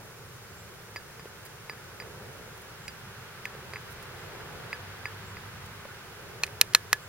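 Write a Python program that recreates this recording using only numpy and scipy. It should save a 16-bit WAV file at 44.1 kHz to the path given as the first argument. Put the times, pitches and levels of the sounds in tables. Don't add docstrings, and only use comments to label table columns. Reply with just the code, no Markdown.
import sys
import numpy as np
from scipy import signal
from scipy.fft import rfft, irfft
from scipy.io import wavfile

SR = 44100
rng = np.random.default_rng(int(sys.argv[2]) if len(sys.argv) > 2 else 0)


def transcribe(signal):
    frames = np.atleast_2d(signal).T
    limited = np.clip(frames, -1, 1)
    pcm = np.round(limited * 32767).astype(np.int16)
    wavfile.write(sys.argv[1], SR, pcm)


N = 312228
TIME, RING_TIME = np.arange(N) / SR, np.arange(SR // 6) / SR
BINS = np.fft.rfftfreq(N, 1 / SR)

# f/Hz, relative level/dB
RUMBLE_SPECTRUM = [(20, -37), (35, -26), (50, -8), (62, -9), (80, -3), (105, 1), (140, -1.5), (200, -7.5),
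                   (280, -22.5), (500, -41.5)]
TYRE_SPECTRUM = [(300, -8.5), (600, -10), (900, -3), (1200, -0.5), (1500, 2), (1800, -2), (2300, -4.5),
                 (3200, -7.5), (5000, -13.5), (8000, -39), (15000, -44)]
RUSTLE_SPECTRUM = [(200, -17), (290, -14), (390, 0), (480, -2), (650, -9), (900, -10), (1500, -35)]
HISS_SPECTRUM = [(100, -31), (3000, -5), (5500, 4.5), (7000, 2.5), (9000, 1), (12000, -1.5), (16000, -1.5)]
# f/Hz, correlation (-1..1)
AIR_CORRELATION = [(60, 0.8), (130, 0.98), (290, 0.64), (640, 0.6), (1400, 0.75), (3100, -0.35),
                   (6800, -0.35), (15000, 0.13)]
# middle t/s, half width/s, level/dB
RUSTLE_SWELLS = [(0.03, 0.052, -52), (2.22, 0.26, -50.5), (3.6, 0.15, -55), (4.45, 0.33, -48.5),
                 (6.43, 0.24, -51)]
# t/s, level/dB
BIRD_CALLS = [(0.564, -61), (2.830, -63), (4.175, -65), (5.255, -63), (7.012, -64)]
# t/s, level/dB, f/Hz
HANDLING_BUMPS = [(1.256, -31.5, 440), (3.5504, -31.5, 472), (3.983, -37, 129), (5.853, -29.5, 556)]
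# t/s, length/s, level/dB
CRUST_CRUNCHES = [(1.45, .010, -46), (1.459, .012, -47), (2.327, .008, -54), (2.574, .008, -50),
                  (2.613, .012, -50), (3.893, 0.045, -50.5), (4.023, .016, -48), (5.657, .012, -48)]
# t/s, blow/dB, favoured f/Hz, fall below and above it/(dB/octave), bounce/ms, bounce/dB
CLACK_BLOWS = [(6.4351, -5.5, 2500, 20, 12, 1.177, -3), (6.6130, 3.5, 2720, 21, 6.5, 1.3, -6.5),
               (6.7488, 6.5, 3580, 8, 12.5, 0.538, -17.5), (6.9296, 0.3, 1660, 24.5, 7.5, 1.06, -8)]
# t/s, knock/dB, knock's tilt/(dB/octave), ping/dB, grit/dB
TIP_POKES = [(0.9601, -26, -3, -33, -35), (0.9672, -32.5, 6, -30, -41), (1.1950, -38.5, -8, -45, -47),
             (1.4590, -46, 0, -47, -50), (1.6962, -26, -3.5, -32, -38), (1.7336, -41.5, -8, -50, -55),
             (2.0002, -30, 0, -32.5, -42), (2.0220, -35.5, -5, -49, -55), (2.8802, -33, 21, -31, -30.5),
             (3.4543, -21.5, 7, -46, -31), (3.7351, -29.5, -5, -37.5, -36.5), (3.7586, -26, 3, -48, -45),
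             (3.7675, -33, 2, -46, -50), (4.7291, -20.5, 3.5, -33, -39), (5.0553, -20.5, 2, -34.5, -39),
             (5.3690, -31.5, -2, -44.5, -59), (6.4418, -29, 1, -47, -27), (6.4655, -42, 2, -54, -33),
             (6.4773, -37, 13, -56, -44), (6.7354, -34, 3, -52, -29)]
# f/Hz, relative level/dB, t60/s
BODY_MODES = [(830, 0.5, 0.0071), (1320, 2, 0.0072), (1690, -8.5, 0.012), (1915, -3, 0.0072),
              (2485, -8.5, 0.015), (2720, -4.5, 0.0045), (4187, 0.5, 0.0086), (4840, -4, 0.0053),
              (5660, 6.5, 0.0053), (6460, 1, 0.0094), (7260, 3.5, 0.0064), (8610, 3.5, 0.0045),
              (9670, 4, 0.0052), (10830, 3, 0.0027), (12510, 14.5, 0.0045), (15500, -4, 0.0029)]
KNOCK_MODES = [(435, -16.5, 0.023), (960, -2.5, 0.0065), (1280, -7, 0.012), (1770, 0, 0.011),
               (2070, 5.5, 0.008), (2566, -4.5, 0.013)]
PING_MODES = [(4740, -5, 0.018), (4850, -1, 0.068), (13500, -19, 0.023)]
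# f/Hz, relative level/dB, t60/s
STEEL_MODE = (1718, -8.5, 0.093)
SLAB_MODE = (483, -27, 0.017)
# f/Hz, level/dB
LEFT_SHADE = [(500, -3), (1300, -1), (2500, -1.5), (4200, 1.5), (5600, -10.5), (9000, -8.5), (12000, -5),
              (16000, -1)]
# f/Hz, phase/rad
LEFT_PHASE_LAG = [(100, 0), (1000, 0.44), (2500, 0.54), (5500, 1.16), (7000, 2.47), (10500, 1), (12300, 8),
                  (16000, 8)]


def amp(db):
    return 10 ** (np.asarray(db) / 20)


def unit(x):
    return x / np.sqrt(np.mean(x ** 2) + 1e-20)


def curve(points, hz):
    f, value = np.transpose(points)
    return np.interp(np.log(hz + 1), np.log(f), value)


def add(mix, s, sound):
    part = mix[round(s * SR):][:len(sound)]
    part += sound[:len(part)]


def band(x, lo_hz, hi_hz):
    return signal.sosfilt(signal.butter(2, [lo_hz, hi_hz], "band", fs=SR, output="sos"), x)


def ring(modes, rise_s):
    swing = sum((-1) ** k * amp(db - 60 * RING_TIME / t60) * np.sin(2 * np.pi * hz * RING_TIME)
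                for k, (hz, db, t60) in enumerate(modes))
    return swing * (1 - np.exp(-RING_TIME / rise_s))


def burst(t60):
    return rng.standard_normal(len(RING_TIME)) * amp(-60 * RING_TIME / t60)


def waver(hold_s):
    return unit(irfft(rfft(rng.standard_normal(N)) * np.exp(-(BINS * hold_s) ** 2), N))


def air_noise(spectrum):
    left, unrelated = rfft(rng.standard_normal((2, N)))
    likeness = curve(AIR_CORRELATION, BINS)
    right = likeness * left + np.sqrt(1 - likeness ** 2) * unrelated
    return unit(irfft(np.array([left, right]) * amp(curve(spectrum, BINS)), N))


def rustle():
    swell_power = sum(amp(db) ** 2 * np.exp(-((TIME - s) / width) ** 2)
                      for s, width, db in RUSTLE_SWELLS)
    rest_power = amp(-54.5) ** 2
    rustling = np.sqrt(rest_power + swell_power) * air_noise(RUSTLE_SPECTRUM)
    bass = amp(-1.5) * np.sqrt(swell_power) * air_noise(RUMBLE_SPECTRUM)
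    return rustling + bass


def traffic():
    nearest_s, half_width_s = 4.7, 0.84
    distance_db = -4 * np.log10(1 + ((TIME - nearest_s) / half_width_s) ** 2)
    tyres = amp(-45.5 + distance_db) * air_noise(TYRE_SPECTRUM)
    rumble = amp(-50.5 + 0.56 * distance_db + 1.5 * waver(hold_s=0.64)) * air_noise(RUMBLE_SPECTRUM)
    return tyres + rumble


def engine():
    on_s, rise_s, off_s, fall_s = 4.72, 0.18, 5.5, 0.16
    full_db, late_db = -51, -60.5
    rise = np.clip((TIME - on_s) / rise_s, 0, 1)
    release = np.exp(-np.maximum(TIME - off_s, 0) / fall_s)
    level = rise * amp(late_db + (full_db - late_db) * release)
    hz = 97.8 + 1.15 * waver(hold_s=0.6)
    return level * np.sqrt(2) * np.sin(2 * np.pi * np.cumsum(hz) / SR)


def bird():
    out, t = np.zeros(N), np.arange(int(0.036 * SR)) / SR
    hz = 7100 + 600 * np.sin(np.pi * t / .066)
    call = np.sin(2 * np.pi * np.cumsum(hz) / SR) * signal.windows.tukey(len(t), .25)
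    for s, db in BIRD_CALLS:
        add(out, s, amp(db) * call)
    echoes = np.array([signal.fftconvolve(out, burst(t60=.35))[:N] for side in range(2)])
    return out + amp(-24) * echoes


def handling():
    out = np.zeros(N)
    for s, db, hz in HANDLING_BUMPS:
        knock = ring([(hz, 1, .022)], rise_s=0.0006)
        scuff = band(burst(t60=0.027), 300, 1900)
        add(out, s, amp(db) * (knock + scuff))
    return out


def crunches():
    out = np.zeros(N)
    for s, length_s, db in CRUST_CRUNCHES:
        count = int(length_s * SR)
        grains = rng.standard_normal(count) * rng.exponential(1, count)
        add(out, s, amp(db) * unit(band(grains, 5900, 16500)) * signal.windows.tukey(count, .5))
    return out


def bounce(x, ms, db):
    hz = np.fft.rfftfreq(len(x), 1 / SR)
    delay = np.exp(-2j * np.pi * hz * ms / 1000)
    return irfft(rfft(x) * (1 + amp(db) * delay), len(x))


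def clacks():
    out = np.zeros(N)
    steel_hz, _, steel_t60 = STEEL_MODE
    for s, blow_db, centre_hz, fall_below, fall_above, bounce_ms, bounce_db in CLACK_BLOWS:
        def force_db(hz):
            octaves = np.log2(hz / centre_hz)
            return blow_db + min(fall_below * octaves, -fall_above * octaves)
        body = ring([(hz, db + force_db(hz), t60) for hz, db, t60 in BODY_MODES], rise_s=0.00026)
        steel = ring([(steel_hz, force_db(steel_hz) - 24.5, steel_t60)], rise_s=0.001)
        noise_tail = amp(-39) * burst(t60=0.12)
        grating = amp(-21) * burst(t60=0.033)
        grit = band(grating + noise_tail, 600, 10000)
        thud = ring([SLAB_MODE], rise_s=0.00078)
        add(out, s, bounce(body, bounce_ms, bounce_db) + steel + amp(blow_db) * (grit + thud))
    return out


def pokes():
    out = np.zeros(N)
    pivot_hz, ping_share = 2000, 0.19
    for s, knock_db, tilt, ping_db, grit_db in TIP_POKES:
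        modes = [(hz, db + tilt * np.log2(hz / pivot_hz), t60) for hz, db, t60 in KNOCK_MODES]
        knock = amp(knock_db) * ring(modes, rise_s=0.00026)
        low_tone = amp(knock_db + ping_share * (ping_db - knock_db)) * ring([STEEL_MODE], rise_s=0.0004)
        ping = amp(ping_db) * ring(PING_MODES, rise_s=0.00039)
        grit = amp(grit_db) * band(burst(t60=0.024), 2100, 10400)
        add(out, s, knock + low_tone + ping + grit)
    return out


def scene():
    right = pokes() + clacks() + crunches()
    shade = amp(curve(LEFT_SHADE, BINS)) * np.exp(-1j * curve(LEFT_PHASE_LAG, BINS))
    left = irfft(rfft(right) * shade, N)
    events = np.array([left, right]) + handling() + bird()
    background = rustle() + traffic() + engine() + amp(-54) * air_noise(HISS_SPECTRUM)
    balance_db = [[-.4], [.3]]
    return events + background * amp(balance_db)


def record(dry):
    dip_hz, dip_width_hz, edge_hz = 7930, 220, 15950
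    dip = amp(-7 * np.exp(-((BINS - dip_hz) / dip_width_hz) ** 2))
    clipped = np.clip(irfft(rfft(dry) * dip, N), -1, 1)
    low_pass = signal.firwin(511, edge_hz, window=("kaiser", 9), fs=SR)
    return signal.oaconvolve(clipped, low_pass[None], "same")


dry = scene()
out = record(dry)
transcribe(out)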